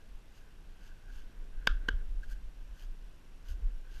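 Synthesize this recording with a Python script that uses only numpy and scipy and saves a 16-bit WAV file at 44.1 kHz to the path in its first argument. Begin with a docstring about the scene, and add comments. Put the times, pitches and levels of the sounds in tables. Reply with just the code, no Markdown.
"""Two sharp plastic clicks over a low rumble: gear knocks on the housing of a body-worn camera, right
at its one microphone, and nearby walls scatter each click back. Outdoors in the snow, the wearer
stands, then turns round; the rumble is the mount swaying with the body. Clothing brushes faintly
past the housing, and under it all lie quiet air, microphone hiss and two thin electronic whines."""
import sys
import numpy as np
from scipy import signal
from scipy.fft import rfft, irfft
from scipy.io import wavfile
from scipy.ndimage import uniform_filter1d

SR = 44100
rng = np.random.default_rng(int(sys.argv[2]) if len(sys.argv) > 2 else 0)


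def store_wav(level_fs):
    """Save 16-bit WAV to argv[1]."""
    pcm = np.round(np.clip(np.atleast_2d(level_fs), -1, 1) * 32767)
    wavfile.write(sys.argv[1], SR, pcm.T.astype(np.int16))


N = 176400
TIME = np.arange(N) / SR
GRIT_LOW_HZ, CLOTH_TREBLE_HZ = 3300, 7070   # lower edge of grit and snags; where cloth's treble begins


def gear_contacts():
    """Gear taps and grates on plastic at the microphone; returns the whole force and the grit alone."""
    # Each click is light touches, a main hit and a rebound.
    # Each row: start in seconds, level in dB, treble cutoff in Hz, grit in dB relative to the tap.
    contacts = [(1.6694, -39.5, 9100, -13), (1.6710, -31, 9900, -14), (1.67282, -13.5, 11600, -33),
                (1.6736, -23, 7300, -27), (1.68, -35.5, 4000, -16), (1.8825, -49, 11000, -12),
                (1.8847, -34.5, 9000, -18.5), (1.88675, -28.5, 10000, -19), (1.8874, -26.5, 7000, -20.5),
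                (1.88922, -31.6, 1880, -23), (1.8916, -38.5, 8000, -12)]
    grit_decay_s = 0.0022
    taps, grits = np.zeros((2, N))
    age = TIME[:SR // 50]
    for s, db, bright_hz, grit_db in contacts:
        start = int(s * SR)
        tap = np.maximum(1 - np.abs(age + start / SR - s) * SR, 0)   # an impulse shared by two samples
        grit = from_db(grit_db) * rng.standard_normal(len(age)) * np.exp(-age / grit_decay_s)
        taps[start:start + len(age)] += from_db(db) * lowpass(tap, bright_hz)
        grits[start:start + len(age)] += from_db(db) * lowpass(grit, bright_hz, order=1)
    grits = highpass(grits, GRIT_LOW_HZ)
    return taps + grits, grits


def housing_clicks(force):
    """The housing rings, each struck spot in its own balance of modes; a soft push adds a dull thud."""
    # The housing's modes. Each row: pitch in Hz, gain in dB at the first spot, gain in dB at the
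    # second, seconds to die away by 60 dB.
    modes = [(243, -17, -21, 0.0257), (456, -17, -12, 0.023), (1076, -2, 0, .0055), (1430, -3.5, -2, .0131),
             (1582, 1.5, 5, 0.02), (2250, -5.5, -9.5, .0095), (3000, -1, -2.5, 0.01),
             (3634, -4.5, -15, 0.011), (3790, -8, -11, 0.0071), (4729, -8.5, -15.5, 0.009),
             (5290, -10.5, -16.5, 0.0066), (6540, -16, -13.5, 0.0049), (8120, -22, -18.5, 0.0055),
             (11249, -15.5, -19.5, 0.0041), (12982, -16, -20, .004)]
    # The gear's push behind each click. Each row: peak time in seconds, level in dB.
    thuds = [(1.6718, -40.5), (1.886, -30.5)]
    push_s, second_spot_from_s = 0.00054, 1.8
    push = sum(from_db(db) * np.exp(-np.minimum(((TIME - s) / push_s) ** 2, 20)) for s, db in thuds)
    out = signal.oaconvolve(push / (push_s * SR), ring(hz=276, t60=0.022))
    for k, (hz, first_db, second_db, t60) in enumerate(modes):
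        strength = np.where(TIME < second_spot_from_s, from_db(first_db), from_db(second_db))
        out += (-1) ** k * signal.oaconvolve(strength * force, ring(hz, t60))
    return highpass(out[:N], hz=140)   # so small a shell radiates little bass


def wall_echoes(force):
    """Walls and a fence a few metres off scatter back a short tail that fades in and dies away."""
    # The colour of the tail. Each row: frequency in Hz, relative level in dB.
    scatter = [(80, -19), (180, -9), (450, -19), (750, -24), (1000, -26), (1300, -8), (1530, 1.5),
               (1750, -5.5), (2050, -18), (2400, -24.5), (2850, -14), (3400, -11.5), (4050, -27.5),
               (5200, -25), (6500, -36), (14000, -52)]
    delay_s, rise_s, t60 = 0.014, 0.0028, 0.21
    age = np.maximum(TIME[:SR // 2] - delay_s, 0)
    tail = noise(scatter)[:len(age)] * (1 - np.exp(-age / rise_s)) * np.exp(-np.log(1000) * age / t60)
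    return signal.oaconvolve(force, tail / np.sqrt(np.sum(tail ** 2)))[:N]


def mount_rumble():
    """The mount sways with the body and swings the microphone for a few cycles after each jolt."""
    # The colour of the rumble. Each row: frequency in Hz, relative level in dB.
    rumble_colour = [(12, -0.5), (22, 1.5), (32, -0.5), (41, -6), (52, -26), (70, -28), (100, -42),
                     (200, -48.5), (400, -79)]
    # How hard the mount sways. Each row: time in seconds, relative level in dB.
    sway = [(0, -55.5), (.1, -45), (.15, -38), (.22, -52.5), (.85, -45), (.92, -46), (1.02, -49),
            (1.15, -40), (1.35, -42.5), (1.56, -37), (1.62, -37), (1.72, -31.5), (1.95, -33), (2.15, -34),
            (2.35, -36.5), (2.62, -43), (2.79, -47), (2.86, -37.5), (2.96, -39.5), (3.2, -51), (3.42, -46),
            (3.52, -35), (3.76, -35), (3.87, -44), (4, -36.5)]
    # Each row: start of a jolt in seconds, level in dB, swing in Hz, stiffer mode in relative dB.
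    jolts = [(1.691, -24, 34, -17.5), (1.905, -26, 33.6, -12.5), (2.085, -31.5, 29.8, -21),
             (2.69, -35.5, 38, -21), (3.491, -37.5, 61, -22), (3.619, -21.5, 33.3, -28)]
    even_over_s, rise_s, stiff_mode_hz = 0.21, 0.026, 65.2
    rumble = noise(rumble_colour)
    power = uniform_filter1d(np.abs(signal.hilbert(rumble)) ** 2, int(even_over_s * SR)) / 2
    rumble /= np.sqrt(power)   # evened out, so the sway alone shapes its swells
    out = from_db(-1) * level(sway) * rumble
    for s, db, hz, stiff_db in jolts:
        age = np.maximum(TIME - s, 0)
        swell = (age / rise_s * np.exp(1 - age / rise_s)) ** 2
        stiff_mode = from_db(stiff_db) * np.sin(2 * np.pi * stiff_mode_hz * age)
        out -= from_db(db) * swell * (np.cos(2 * np.pi * hz * age) + stiff_mode)
    return out


def clothing():
    """A padded jacket against the microphone: it shuffles, rubs the housing into ringing and swishes."""
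    # The jacket's dull shuffle and its rubbing on the housing. Each row: time in seconds, level in dB.
    shuffle = [(0, -72.5), (1.15, -72.5), (1.35, -63.5), (1.55, -67.5), (1.7, -65), (1.95, -59), (2.2, -71),
               (2.6, -74), (3.3, -75.5), (3.6, -66.5), (4, -77.5)]
    rubbing = [(0, -70), (.2, -91), (.37, -72.5), (.7, -81.5), (.84, -68.5), (.95, -69.5), (1.03, -78),
               (1.1, -66.5), (1.2, -66.5), (1.26, -74.5), (1.5, -76), (1.63, -66.5), (1.8, -69),
               (1.86, -62), (1.9, -85), (2.0, -62.5), (2.07, -81), (2.222, -76), (2.236, -51.5),
               (2.252, -66), (2.272, -74), (2.31, -61), (2.43, -82), (2.7, -79), (2.8, -68.5), (2.92, -80),
               (3.4, -81), (3.49, -67), (3.6, -75), (3.8, -78), (3.97, -67.5)]
    # The colours of the shuffle and the swish. Each row: frequency in Hz, relative level in dB.
    shuffle_colour = [(40, -3), (110, -1), (220, 0.5), (450, -3), (800, -17), (2000, -14.5), (6000, -62)]
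    swish_colour = [(300, -4), (1000, -5.5), (1350, -6), (1600, 6.5), (1850, -5), (2200, -6.5), (3000, 5.5),
                    (3800, -8), (4800, 0), (5500, -8), (6400, -0.5), (7700, -15), (8700, -13),
                    (9800, -16.5), (11300, -8), (13000, -6), (15000, -22.5)]
    # Single brushes. Each row: peak time, rise and fall in seconds, level in dB, treble in relative dB.
    brushes = [(.38, 0.049, 0.04, -67.5, -5), (.865, 0.06, 0.035, -65.5, -10),
               (1.17, 0.082, 0.0645, -66, -5.5), (2.236, 0.0065, .016, -64.5, -11),
               (2.318, 0.032, 0.027, -62.5, 3), (2.825, 0.065, 0.034, -63.5, -4.5),
               (3.507, 0.054, 0.036, -62.5, -1), (3.96, 0.063, 0.059, -63, -7)]
    out = level(shuffle) * noise(shuffle_colour)
    out += level(rubbing) * resonant_noise(hz=1560.7, width_hz=182) * flicker(db=2.2, rate_hz=40)
    swish = noise(swish_colour) * flicker(db=2.5, rate_hz=150) + from_db(-8) * thread_snags()
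    body = lowpass(swish, CLOTH_TREBLE_HZ, order=1)
    treble = swish - body
    for s, rise, fall, db, treble_db in brushes:
        swell = np.exp(-((TIME - s) / np.where(TIME < s, rise, fall)) ** 2)
        treble_swell = from_db(treble_db) * swell ** 1.8   # steeper: a brush is brightest at its peak
        out += from_db(db) * (swell * body + treble_swell * treble)
    return out


def thread_snags():
    """Threads catch and let go in tiny bright ticks of uneven size; unit power."""
    snags_per_s, spread_db = 350, 4
    ticks = (rng.random(N) < snags_per_s / SR) * rng.choice([-1, 1], N)
    sizes = from_db(spread_db * np.minimum(rng.exponential(1, N), 2))
    return rms_one(lowpass(highpass(ticks * sizes, GRIT_LOW_HZ), CLOTH_TREBLE_HZ))


def air_and_electronics():
    """Still air and microphone hiss; the camera's electronics tick and whine faintly at its frame rate."""
    # The colour of the steady air and hiss. 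Each row: frequency in Hz, relative level in dB.
    air = [(30, 3.5), (75, 2), (120, -2), (200, -6), (300, -9.5), (460, -13), (650, -15.5), (1550, -18.5),
           (2280, -21.5), (2700, -18), (4000, -25), (8300, -32.5), (10000, -34), (12200, -34),
           (14500, -45.5)]
    # Each row: pitch of a whine in Hz, width in Hz, opening and closing level in dB, pulse depth 0 to 1.
    whines = [(5632, 40, -92, -87, .9), (12275, 30, -90.5, -91, .6)]
    frame_hz = 29.97
    out = from_db(-60.5) * noise(air)
    ticking = np.sin(2 * np.pi * frame_hz * TIME) ** 20   # twice a frame
    out += from_db(-75) * resonant_noise(hz=6760, width_hz=5600) * ticking
    for pulses_per_frame, (hz, width_hz, start_db, end_db, depth) in enumerate(whines, start=1):
        pulsing = 1 - depth * np.cos(2 * np.pi * pulses_per_frame * frame_hz * TIME)
        out += from_db(np.linspace(start_db, end_db, N)) * whine(hz, width_hz) * pulsing
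    return out


def whine(hz, width_hz):
    """A thin electronic tone of unit power whose pitch wavers."""
    waver = width_hz / 2 * rms_one(lowpass(rng.standard_normal(N), width_hz))
    return np.sqrt(2) * np.sin(2 * np.pi * np.cumsum(hz + waver) / SR)


def ring(hz, t60):
    """One mode's sine after a unit tap, falling 60 dB in t60 seconds."""
    age = TIME[:SR // 10]
    return np.sin(2 * np.pi * hz * age) * np.exp(-np.log(1000) * age / t60)


def noise(spectrum):
    """Noise of unit power, coloured by rows of frequency in Hz and relative level in dB."""
    hz, db = np.transpose(spectrum)
    bins = np.maximum(np.fft.rfftfreq(N, 1 / SR), 1)
    gain = from_db(np.interp(np.log(bins), np.log(hz), db)) * (bins > 10)
    return rms_one(irfft(rfft(rng.standard_normal(N)) * gain, N))


def resonant_noise(hz, width_hz):
    """Noise of unit power in one resonance."""
    sos = signal.butter(2, [hz - width_hz / 2, hz + width_hz / 2], "band", fs=SR, output="sos")
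    return rms_one(signal.sosfilt(sos, rng.standard_normal(N)))


def flicker(db, rate_hz):
    """A randomly wavering gain."""
    return from_db(db * rms_one(lowpass(rng.standard_normal(N), rate_hz)))


def level(rows):
    """Gain over time from rows of time in seconds and level in dB."""
    return from_db(np.interp(TIME, *np.transpose(rows)))


def lowpass(x, hz, order=2):
    """Butterworth treble cut."""
    return signal.sosfilt(signal.butter(order, min(hz, SR / 2 - 1000), fs=SR, output="sos"), x)


def highpass(x, hz):
    """Butterworth bass cut."""
    return signal.sosfilt(signal.butter(2, hz, "high", fs=SR, output="sos"), x + 1e-18)


def from_db(db):
    """Decibels to gain."""
    return 10 ** (np.asarray(db) / 20)


def rms_one(x):
    """Scale to unit power."""
    return x / np.sqrt(np.mean(x ** 2) + 1e-20)


def scene():
    """Everything in mono, heard from the camera on the wearer's body."""
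    force, grit = gear_contacts()
    knocks = housing_clicks(force) + from_db(-1) * grit   # the grit is also heard directly
    return (knocks + wall_echoes(force) + clothing() + mount_rumble() + air_and_electronics())[None]


def record(dry):
    """The camera cuts the top of the treble steeply."""
    cutoff_hz = 14800
    return signal.sosfilt(signal.ellip(10, .2, 80, cutoff_hz, fs=SR, output="sos"), dry)


dry = scene()
out = record(dry)
store_wav(out)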